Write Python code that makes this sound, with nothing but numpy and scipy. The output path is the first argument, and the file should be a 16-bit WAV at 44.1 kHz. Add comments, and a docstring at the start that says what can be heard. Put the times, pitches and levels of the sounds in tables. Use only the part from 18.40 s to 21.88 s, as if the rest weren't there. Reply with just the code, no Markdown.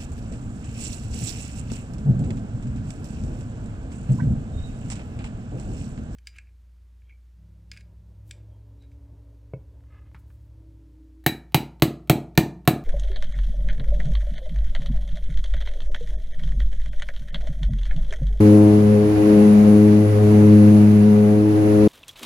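"""Seaplane cabin at takeoff

Stereo microphones at a window seat of a twin-turboprop seaplane lifting off the water at full power.
The near and far propellers turn at almost the same speed, so each harmonic beats at its own pace.
Noise shaped in frequency gives the rush of slipstream and exhaust through the cabin wall.
Narrow bands of noise give the faint shaft overtones, gear tones and turbine hiss."""
import sys
import numpy as np
from scipy import signal
from scipy.fft import rfft, irfft
from scipy.io import wavfile

SR = 44100
rng = np.random.default_rng(int(sys.argv[2]) if len(sys.argv) > 2 else 0)


def dump_mix(stems):
    """Bounce the given channels to the path in sys.argv[1] as a 16-bit WAV at rate SR."""
    frames = np.atleast_2d(stems).T  # one column per channel
    limited = np.clip(frames, -1, 1)  # hard clip at full scale
    pcm = np.round(limited * 32767).astype(np.int16)
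    wavfile.write(sys.argv[1], SR, pcm)


N = 153468
TIME = np.arange(N) / SR
FREQS = np.maximum(np.fft.rfftfreq(N, 1 / SR), 1)


def from_db(db):
    """Decibels to gain."""
    return 10 ** (np.asarray(db) / 20)


def rms_one(x):
    """Scale to unit power."""
    return x / np.sqrt(np.mean(x ** 2) + 1e-20)


def in_time(rows):
    """The columns of a curve at every sample."""
    seconds, *columns = np.transpose(rows)
    return [np.interp(TIME, seconds, column) for column in columns]


def in_frequency(rows):
    """The columns of a spectrum at every frequency, joined along a log frequency axis."""
    hz, *columns = np.transpose(rows)
    return np.array([np.interp(np.log(FREQS), np.log(hz), column) for column in columns])


def apart(difference):
    """Split a left-right difference evenly: half added at left, half taken away at right."""
    return np.array([[.5], [-.5]]) * difference


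def drift(corner_hz):
    """Slow random motion with spread 1: noise through two equal low-pass poles."""
    step = 40   # samples between computed points
    pole = np.exp(-2 * np.pi * corner_hz * step / SR)
    noise = rng.standard_normal(N // step + 2002)
    slow = signal.lfilter([1], [1, -2 * pole, pole * pole], noise)[2000:]   # start-up dropped
    return np.interp(np.arange(N) / step, np.arange(len(slow)), rms_one(slow))


# blade-pass rate: (time [s], near propeller [Hz], far propeller [Hz])
BLADE_RATE = [(0.0, 104.673, 104.087), (0.3, 104.761, 104.489), (0.6, 104.796, 104.142),
              (0.9, 104.81, 104.357), (1.2, 104.891, 104.384), (1.5, 104.964, 104.367),
              (1.8, 104.94, 104.407), (2.1, 104.747, 104.5), (2.4, 104.769, 104.479),
              (2.75, 104.881, 104.531), (3.1, 105.086, 104.761), (3.48, 104.823, 104.54)]


def blade_angles():
    """Running phase of the near and far blade pulses [rad], the sum of their rates."""
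    return [2 * np.pi * np.cumsum(hz) / SR for hz in in_time(BLADE_RATE)]


# drone in the cabin, before the level curves: (multiple of the blade rate, near level [dB], far level [dB],
# a cancellation at left [s], at right [s], left-right difference [dB], left lead over right [rad])
HARMONICS = [(1.0, -24.68, -18.53, 0.82, 0.98, 0.06, 0.0), (2.0, -16.7, -17.35, 0.77, 0.77, 2.13, 0.0),
             (3.0, -24.6, -21.0, 0.54, 0.53, 2.0, 0.0), (4.0, -22.29, -32.7, 0.2, 0.21, 3.75, 0.0),
             (5.0, -29.78, -39.27, 0.32, 0.41, 6.06, 0.8), (6.0, -46.07, -39.21, 0.45, 0.19, 10.58, 1.6),
             (7.0, -41.31, -52.03, 0.38, 0.19, 6.76, 1.2), (8.0, -46.92, -54.97, 0.1, 0.07, 10.71, -1.1),
             (9.0, -50.92, -60.66, 0.08, 0.36, 4.05, -0.7), (10.0, -51.46, -59.73, 0.28, 0.2, 2.78, 2.0)]
# swell of the fundamental: (time [s], level [dB])
FUNDAMENTAL_LEVEL = [(0, 0), (.2, 1.8), (.7, -1), (1.1, -1.5), (1.7, -.3), (2.15, 1.5), (2.8, -1.3),
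                     (3.48, 4)]
# swell of the second harmonic: (time [s], level [dB])
SECOND_LEVEL = [(0.0, -2.72), (0.3, -3.33), (0.6, -2.59), (0.9, 3.56), (1.3, 0.85), (1.7, 1.17),
                (2.1, 0.63), (2.7, 0.12), (3.48, 3.13)]
# swell of the harmonics above it: (time [s], level [dB])
UPPER_LEVEL = [(0.0, 0.35), (0.2, 3.35), (0.55, -1.81), (1.0, 1.88), (1.6, -1.63), (2.1, -0.27),
               (2.6, -3.96), (3.05, -1.29), (3.48, 0.78)]
# the fuselage spreads each suction pulse of a blade: the lag grows with the square of the multiple
SMEAR_RAD = 1.43
WOBBLE_RAD, WOBBLE_HZ = 0.06, 9.4   # turbulence shifts the timing of the blade pulses
FLUTTER_DB_PER_MULTIPLE, FLUTTER_HZ = 0.3018, 11.7   # and shakes their strength, most in high harmonics
WAVER_DB, WAVER_HZ = 0.87, 4.7   # each harmonic wavers a little as a whole


def propellers(near, far):
    """Two sets of blade harmonics that beat as one propeller slips past the other."""
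    first_db, = in_time(FUNDAMENTAL_LEVEL)
    second_db, = in_time(SECOND_LEVEL)
    upper_db, = in_time(UPPER_LEVEL)
    wobble = WOBBLE_RAD * drift(WOBBLE_HZ)
    drone = 0
    for k, near_db, far_db, left_s, right_s, pan_db, lead in HARMONICS:
        offset = k * wobble + apart(lead) - SMEAR_RAD * k * k
        # line the far wave up with the near one at the listed moment, where their difference cancels
        slip = np.interp([[left_s], [right_s]], TIME, near - far)
        flutter_db = FLUTTER_DB_PER_MULTIPLE * k
        near_gain = from_db(near_db + flutter_db * drift(FLUTTER_HZ))
        far_gain = from_db(far_db + flutter_db * drift(FLUTTER_HZ))
        near_wave = near_gain * np.cos(k * near + offset)
        far_wave = far_gain * np.cos(k * (far + slip) + offset)
        swell_db = first_db if k == 1 else second_db if k == 2 else upper_db
        gain = from_db(apart(pan_db) + swell_db + WAVER_DB * drift(WAVER_HZ))
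        # sqrt(2) turns RMS levels into peaks; the minus makes it a suction pulse
        drone = drone - np.sqrt(2) * gain * (near_wave - far_wave)
    return drone


# slipstream and exhaust through the cabin wall, before the trim and level curve:
# (frequency [Hz], left density [dB per Hz], right density [dB per Hz])
RUSH = [(25.0, -74.6, -73.7), (42.0, -68.2, -68.6), (65.0, -56.9, -57.8), (135.0, -54.9, -56.4),
        (250.0, -54.0, -55.3), (400.0, -58.5, -61.7), (560.0, -60.7, -65.6), (800.0, -64.9, -70.8),
        (1150.0, -64.3, -69.1), (1400.0, -68.6, -69.6), (2100.0, -77.7, -70.2), (2750.0, -79.2, -73.3),
        (3150.0, -82.2, -79.8), (4400.0, -87.8, -79.1), (5400.0, -91.5, -81.6), (6300.0, -86.7, -81.1),
        (7200.0, -86.9, -87.4), (8050.0, -91.9, -92.0), (8900.0, -86.3, -89.1), (10900.0, -85.6, -87.9),
        (12000.0, -85.5, -86.6), (13200.0, -94.0, -94.6), (15400.0, -97.4, -97.7)]
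# left-right likeness of the noise: (frequency [Hz], likeness [-1 opposite to 1 identical])
LIKENESS = [(35, -0.4), (70, 0.82), (240, 1), (370, 0.88), (560, 0.29), (830, 0.14), (1200, -0.37),
            (1800, -0.13), (3000, 0.1)]
RUSH_TRIM_DB, RUSH_FLICKER_DB, RUSH_FLICKER_HZ = -0.5, 0.55, 8.0
BLADE_CHOP = 0.05   # share of the rush that pulses with the blades


def rush(blade_angle):
    """Broad noise, mostly alike left and right in the bass; octaves flicker and the blades chop it."""
    mid, side = rfft(rng.standard_normal((2, N)))
    alike = np.clip(in_frequency(LIKENESS), -1, 1)
    # 2.1 rather than 2 widens the stereo image slightly
    stereo = np.sqrt(1 + alike) * mid + np.sqrt(1 - alike) * side * apart(2.1)
    density = from_db(in_frequency(RUSH) + RUSH_TRIM_DB)
    spectrum = stereo * density * np.sqrt(SR) / 2
    octave = np.clip(np.round(np.log2(FREQS)), 6, 13)
    noise = 0
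    for k in np.unique(octave):
        band = irfft(spectrum * (octave == k), N)
        noise = noise + band * from_db(RUSH_FLICKER_DB * drift(RUSH_FLICKER_HZ))
    return noise * (1 + BLADE_CHOP * np.cos(blade_angle))


# shaft overtones, gear tones and turbine hiss, before the level curve:
# (frequency [Hz], width at half amplitude [Hz], level [dB], left-right difference [dB])
WHINES = [(69.8, 9, -45, 0), (139.4, 6, -40.5, 1), (244, 8, -44, 1), (1468, 30, -58, 0),
          (1987, 35, -58.5, -5), (2972, 10, -64, -4), (9968, 150, -59, 6), (10010, 600, -53.8, 6)]
WHINE_FLICKER_DB, WHINE_FLICKER_HZ = 2.1, 10


def whines():
    """Unsteady machine tones, each a band of noise narrowed by a resonance-shaped filter."""
    out = 0
    for hz, width_hz, level_db, pan_db in WHINES:
        resonance = 1 / (1 + ((FREQS - hz) / width_hz * 2) ** 2)
        mid, side = rms_one(irfft(rfft(rng.standard_normal((2, N))) * resonance, N))
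        alike = np.clip(np.interp(hz, *np.transpose(LIKENESS)), -1, 1)
        tone = np.sqrt((1 + alike) / 2) * mid + np.sqrt((1 - alike) / 2) * side * apart(2)
        flicker_db = WHINE_FLICKER_DB * drift(WHINE_FLICKER_HZ)
        out = out + from_db(level_db + apart(pan_db) + flicker_db) * tone
    return out


# shared swell of the rush and the whines: (time [s], level [dB])
RUSH_LEVEL = [(0.0, 2.62), (0.25, 0.2), (0.6, -1.23), (0.78, 0.8), (0.95, 2.33), (1.3, 0.95), (1.7, -1.04),
              (1.95, 1.21), (2.35, 0.55), (2.6, -1.28), (3.05, -2.58), (3.3, 0.28), (3.48, 1.43)]


def scene():
    """Drone, rush and whines as they reach the window seat."""
    near, far = blade_angles()
    drone = propellers(near, far)
    rush_db, = in_time(RUSH_LEVEL)
    return drone + from_db(rush_db) * (rush(near) + whines())


FADE_S, CUTOFF_HZ = .006, 15680


def record(dry):
    """Fade both ends of the excerpt briefly so the cut makes no click, then cut the top steeply."""
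    to_nearest_end = np.minimum(TIME, TIME[-1] - TIME)
    fade = np.sin(np.pi / 2 * np.clip(to_nearest_end / FADE_S, 0, 1)) ** 2
    low_pass = signal.ellip(12, .1, 80, CUTOFF_HZ, fs=SR, output="sos")
    return signal.sosfilt(low_pass, dry * fade)


dry = scene()
out = record(dry)
dump_mix(out)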